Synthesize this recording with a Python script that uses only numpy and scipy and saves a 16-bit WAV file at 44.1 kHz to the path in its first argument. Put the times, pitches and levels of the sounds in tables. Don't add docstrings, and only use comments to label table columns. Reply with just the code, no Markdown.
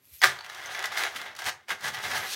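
import sys
import numpy as np
from scipy import signal
from scipy.fft import rfft, irfft
from scipy.io import wavfile

SR = 44100
rng = np.random.default_rng(int(sys.argv[2]) if len(sys.argv) > 2 else 0)


def gain_from_decibels(decibels):
    exponent = np.asarray(decibels, float) / 20
    return 10 ** exponent


def to_wav(sig):
    pcm = np.clip(np.atleast_2d(sig), -1, 1) * 32767
    pcm = np.round(pcm).astype(np.int16)
    wavfile.write(sys.argv[1], SR, pcm.T)


N = 103635


def evened(x):
    return x / np.sqrt(np.mean(x ** 2) + 1e-20)


def read(points, hz):
    f, value = np.transpose(points)
    return np.interp(np.log(hz + 1), np.log(f + 1), value)


def level(curve):
    s, db = np.transpose(curve)
    return gain_from_decibels(np.interp(np.arange(N) / SR, s, db, left=-120))


def hiss(spectrum):
    hz = np.fft.rfftfreq(N, 1 / SR)
    shaped = rfft(rng.standard_normal(N)) * gain_from_decibels(read(spectrum, hz))
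    return evened(irfft(shaped, N))


def clicks(per_s, spread_db):
    hit = rng.random(N) < per_s / SR
    size = gain_from_decibels(spread_db * np.minimum(rng.exponential(1, N), 4))
    sign = rng.choice([-1., 1.], N)
    return evened(hit * sign * size)


def body(spectrum, modes, modes_db, size=8192):
    hz = abs(np.fft.fftfreq(size, 1 / SR))
    power = gain_from_decibels(np.maximum(read(spectrum, hz), -100)) ** 2
    for f, db, t60 in modes:
        detune = (hz - f) * t60 / 1.1
        power += gain_from_decibels(db + modes_db) ** 2 / (1 + detune ** 2) ** 2
    log_gain = np.log(power) / 2
    phase = -signal.hilbert(log_gain).imag
    h = np.fft.ifft(np.exp(log_gain + 1j * phase)).real[:size // 2]
    return h / np.linalg.norm(h)


def air():
    # (frequency [Hz], relative level [dB])
    air_colour = [(15, -48), (25, -9), (248, -8.5), (316, -13), (557, -10.5), (691, -16), (2260, -12),
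                  (7630, -26), (14600, -30), (15800, -21)]
    air_db = -70
    return gain_from_decibels(air_db) * hiss(air_colour)


def jingle():
    # (time [s], level [dB])
    jingle_curve = [(0, -76), (.05, -61.5), (.11, -58), (.14, -48.5), (.2, -54), (.23, -58), (.3, -83),
                    (2, -88), (2.15, -51), (2.27, -50.5), (2.35, -54)]
    # (frequency [Hz], relative level [dB])
    dry_colour = [(180, -71), (300, -54), (958, -35), (1270, -35), (2090, -19), (4480, -19), (6450, -19),
                  (7130, -20), (10300, -19.5), (11300, -11.5), (15800, -20)]
    # (frequency [Hz], level before links_db [dB], nominal t60 [s])
    links = [(11450, 1, .008), (12000, -3, .006)]
    links_db = -6
    force = level(jingle_curve) * clicks(per_s=8000, spread_db=3.9)
    return signal.oaconvolve(force, body(dry_colour, links, links_db))[:N]


def rumble():
    # (time [s], level [dB])
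    rumble_curve = [(0.0, -81), (0.04, -74), (0.09, -78), (0.13, -69), (0.21, -82), (0.24, -62),
                    (0.26, -48.5), (0.49, -75.5), (0.67, -62.5), (0.72, -65), (1.0, -67), (1.2, -66),
                    (1.3, -65), (1.34, -72), (1.38, -64), (1.43, -75), (1.47, -51), (1.67, -82),
                    (1.71, -58.5), (1.79, -74), (1.86, -51), (1.96, -59.5), (1.98, -52), (2.02, -66),
                    (2.05, -52.5), (2.18, -52.5), (2.32, -71), (2.35, -76)]
    # (frequency [Hz], relative level [dB])
    low_colour = [(15, -40), (40, -8), (65, 2.5), (95, 14.5), (115, 4.5), (140, 13), (170, -16), (230, -42),
                  (500, -90)]
    return level(rumble_curve) * hiss(low_colour)


def slosh():
    # (time [s], level [dB])
    slosh_curve = [(0.0, -76), (0.2, -86), (0.24, -53.5), (0.43, -77), (0.76, -64.5), (0.82, -79),
                   (0.89, -64), (0.95, -67.5), (1.01, -63), (1.13, -77), (1.16, -56.5), (1.44, -73),
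                   (1.48, -50.5), (1.53, -78), (1.65, -88), (1.73, -51), (1.79, -72), (1.86, -50.5),
                   (2.01, -68), (2.03, -57), (2.12, -49), (2.35, -66.5)]
    # (frequency [Hz], relative level [dB])
    water_colour = [(110, -45), (170, -1.5), (220, -4.5), (280, -7), (400, -11), (600, -6.5), (1000, -30),
                    (2000, -70)]
    return level(slosh_curve) * hiss(water_colour)


def bump():
    # (time [s], peak level [dB], pitch [Hz])
    thumps = [(0.109, -53.5, 69.5)]
    bump_s = 0.057
    out, t = np.zeros(N), np.arange(0, bump_s, 1 / SR)
    for s, db, hz in thumps:
        start = round(s * SR)
        out[start:start + len(t)] += gain_from_decibels(db) * np.hanning(len(t)) * np.sin(2 * np.pi * hz * t)
    return out


def chimes():
    # (time [s], level [dB], pitch [Hz])
    chime_list = [(.160, -42, 11450), (.192, -42, 6300), (.204, -40, 5200), (.272, -25, 5250),
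                  (.390, -33, 4450), (.408, -33, 4450), (.659, -30, 6180), (.740, -37, 6250)]
    t60_s, onset_s = 0.018, 0.0006
    out, t = np.zeros(N), np.arange(2500) / SR
    for s, db, hz in chime_list:
        start = round(s * SR)
        envelope = np.minimum(t / onset_s, 1) * gain_from_decibels(db - 60 * t / t60_s)
        out[start:start + len(t)] += envelope * np.sin(2 * np.pi * hz * t)
    return out


def knock_force(column):
    # (time [s], wall level [dB], tick level [dB], cluster decay [s])
    knocks = [(0.217, -12, -30, 0.0064), (0.227, -8.5, -34, 0.005), (0.237, 3.5, -39, 0.0015),
              (0.237, -9, -36, 0.0028), (0.242, 4, -17, 0.0013), (0.246, -11.5, -23, 0.0037),
              (0.388, -25, -50, 0.0043), (0.409, -24, -47, 0.0023), (0.445, -26.5, -52, 0.0055),
              (0.463, -27, -47, 0.0043), (0.498, -22, -44, 0.0033), (0.547, -49, -42, 0.0059),
              (0.671, -36, -51, 0.0058), (0.748, -20, -42, 0.007), (0.792, -29, -34.5, 0.0033),
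              (0.826, -26, -36.5, 0.0024), (0.84, -15, -37, 0.009), (0.856, -25, -31.5, 0.005),
              (0.92, -24, -43.5, 0.0096), (0.973, -14, -57, 0.0048), (1.01, -16, -46, 0.0016),
              (1.036, -11, -28, 0.0036), (1.161, -16, -46, 0.0074), (1.215, -28, -41.5, 0.007),
              (1.351, -32.5, -46, 0.0043), (1.364, -39, -41.5, 0.0056), (1.389, -25.5, -41, 0.0083),
              (1.42, -23, -41, 0.004), (1.442, -34, -36, 0.0032), (1.462, -20.5, -37, 0.006),
              (1.485, -12.5, -33, 0.0031), (1.492, -30, -30, 0.0038), (1.683, -27.5, -47, 0.004),
              (1.704, -14.5, -36, 0.0046), (1.711, -15.5, -43, 0.0017), (1.808, -41, -45, 0.0044),
              (1.843, -19, -34, 0.0038), (1.989, -24.5, -40, 0.002), (2.039, -20, -42, 0.0056),
              (2.113, -17.5, -40, 0.012)]
    force, t = np.zeros(N), np.arange(1024) / SR
    for row in knocks:
        start = round(row[0] * SR)
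        burst = rng.standard_normal(len(t)) * np.exp(-(t / row[3]) ** 2)
        force[start:start + len(t)] += gain_from_decibels(row[column]) * burst
    return force


def ring_ticks():
    # (time [s], level before rustle_db [dB])
    rustle_curve = [(0.2, -66), (0.21, -59), (0.214, -49), (0.242, -24), (0.342, -53), (0.438, -64),
                    (0.444, -51), (0.482, -63), (0.5, -47), (0.506, -53.5), (0.624, -52), (0.672, -46),
                    (0.688, -62), (0.714, -44.5), (0.852, -51.5), (0.858, -36), (0.886, -56), (0.91, -62),
                    (0.924, -44.5), (0.966, -46.5), (0.972, -32), (1.064, -43), (1.096, -50), (1.144, -54),
                    (1.164, -39), (1.208, -52.5), (1.214, -48), (1.25, -56), (1.26, -53), (1.284, -62),
                    (1.31, -78), (1.338, -91), (1.368, -52), (1.38, -62), (1.39, -42.5), (1.432, -51.5),
                    (1.466, -32), (1.502, -39), (1.512, -67), (1.59, -87), (1.674, -72), (1.682, -57),
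                    (1.69, -43), (1.708, -38.5), (1.73, -44), (1.776, -66), (1.848, -39), (1.882, -35),
                    (1.918, -55), (1.946, -39.5), (1.982, -51), (1.988, -44), (1.996, -51.5), (2.042, -40),
                    (2.096, -39.5), (2.128, -42), (2.172, -33), (2.218, -49.5), (2.346, -30.5), (2.35, -50)]
    # (frequency [Hz], relative level [dB])
    tick_colour = [(300, -25), (1500, -27.5), (2500, -5.5), (4000, -2), (6400, -6), (7200, -10.5),
                   (9800, -11.5), (10350, -18), (10800, -11), (11600, -13.5), (13000, -15.5), (15800, -17)]
    rustle_db = -0.5
    rustle = gain_from_decibels(rustle_db) * level(rustle_curve) * clicks(per_s=5200, spread_db=3.5)
    force = rustle + knock_force(column=2)
    return signal.oaconvolve(force, body(tick_colour, [], 0))[:N]


def basin():
    # (time [s], level before scrape_db [dB])
    scrape_curve = [(0.2, -81), (0.204, -99), (0.214, -49), (0.238, -18.5), (0.284, -37), (0.296, -31.5),
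                    (0.334, -42), (0.424, -48), (0.506, -44), (0.514, -44), (0.836, -33.5), (0.842, -33),
                    (0.884, -40), (1.006, -28.5), (1.012, -27.5), (1.076, -31), (1.096, -44),
                    (1.156, -38.5), (1.168, -48), (1.202, -37.5), (1.25, -41), (1.26, -38), (1.268, -38),
                    (1.344, -50), (1.384, -46.5), (1.396, -37), (1.414, -44), (1.422, -37), (1.438, -42.5),
                    (1.468, -29.5), (1.496, -30), (1.512, -51.5), (1.644, -62.5), (1.662, -86),
                    (1.688, -37.5), (1.706, -29), (1.72, -26), (1.754, -56), (1.806, -46.5), (1.848, -34),
                    (1.878, -28), (1.926, -48.5), (1.94, -33), (2.024, -41), (2.054, -29), (2.088, -36.5),
                    (2.17, -27.5), (2.204, -36.5), (2.27, -34), (2.282, -41.5), (2.35, -42)]
    # (frequency [Hz], relative level [dB])
    thud_colour = [(150, -36), (260, -41), (350, -12.5), (540, -12.5), (740, -4.5), (1050, -6.5),
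                   (1700, -2.5), (2100, -4), (2500, -9.5), (3400, -10), (4500, -17.5), (6500, -20.5),
                   (7500, -29), (15500, -34)]
    # (frequency [Hz], level before modes_db [dB], nominal t60 [s])
    wall_modes = [(357, -17, .1), (748, -8, .05), (875, -9, .05), (1217, -6, .08), (1430, -9, .05),
                  (1601, 0, .055), (1717, 1, .055), (1960, 0, .045), (2100, -2, .05), (2200, -9, .05),
                  (2935, -12, .05), (3199, -8, .08), (3400, -11, .04), (3780, -13, .04)]
    scrape_db, knock_db, modes_db = -1.5, -10.5, 3
    knock_low_hz = 744
    b, a = signal.butter(2, knock_low_hz, "high", fs=SR)
    light = signal.lfilter(b, a, knock_force(column=1))
    scrape = gain_from_decibels(scrape_db) * level(scrape_curve) * clicks(per_s=3000, spread_db=3)
    force = scrape + gain_from_decibels(knock_db) * light
    return signal.oaconvolve(force, body(thud_colour, wall_modes, modes_db))[:N]


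def room(x):
    # (frequency [Hz], t60 [s])
    room_t60 = [(200, 0.47), (1000, 0.26), (3000, 0.19), (8000, 0.22), (15000, 0.13)]
    turn_hz, spacing = 7, 12
    out, at = np.zeros(N), np.arange(200, SR // 2 - 20, spacing)
    for k in range(3):
        taps = np.zeros(SR // 2)
        taps[at + rng.integers(0, spacing, len(at))] = rng.choice([-1., 1.], len(at))
        hz, t, z = signal.stft(taps, SR, nperseg=256)
        decay = gain_from_decibels(-60 * t / read(room_t60, hz)[:, None])
        tail = signal.istft(z * decay, SR, nperseg=256)[1]
        turns = turn_hz * np.arange(N) / SR + k / 3
        share = np.sqrt(2 / 3) * np.cos(2 * np.pi * turns)
        out += signal.fftconvolve(x * share, tail / np.linalg.norm(tail))[:N]
    return out


def scene():
    room_db = -8.5
    near = jingle() + chimes() + ring_ticks() + basin()
    low = rumble() + slosh() + bump()
    return (near + gain_from_decibels(room_db) * room(near) + low + air())[None]


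def low_pass(x):
    return signal.sosfilt(signal.butter(12, 17010, fs=SR, output="sos"), x)


def record(dry):
    mic_low_hz, edge_hz = 70, 15900
    bass_cut = signal.butter(2, mic_low_hz, "high", fs=SR, output="sos")
    limit = signal.firwin(511, edge_hz, window=("kaiser", 6), fs=SR)
    mix = signal.sosfilt(bass_cut, dry)
    mix = signal.oaconvolve(mix, limit[None], "same")
    return low_pass(mix)


dry = scene()
out = record(dry)
to_wav(out)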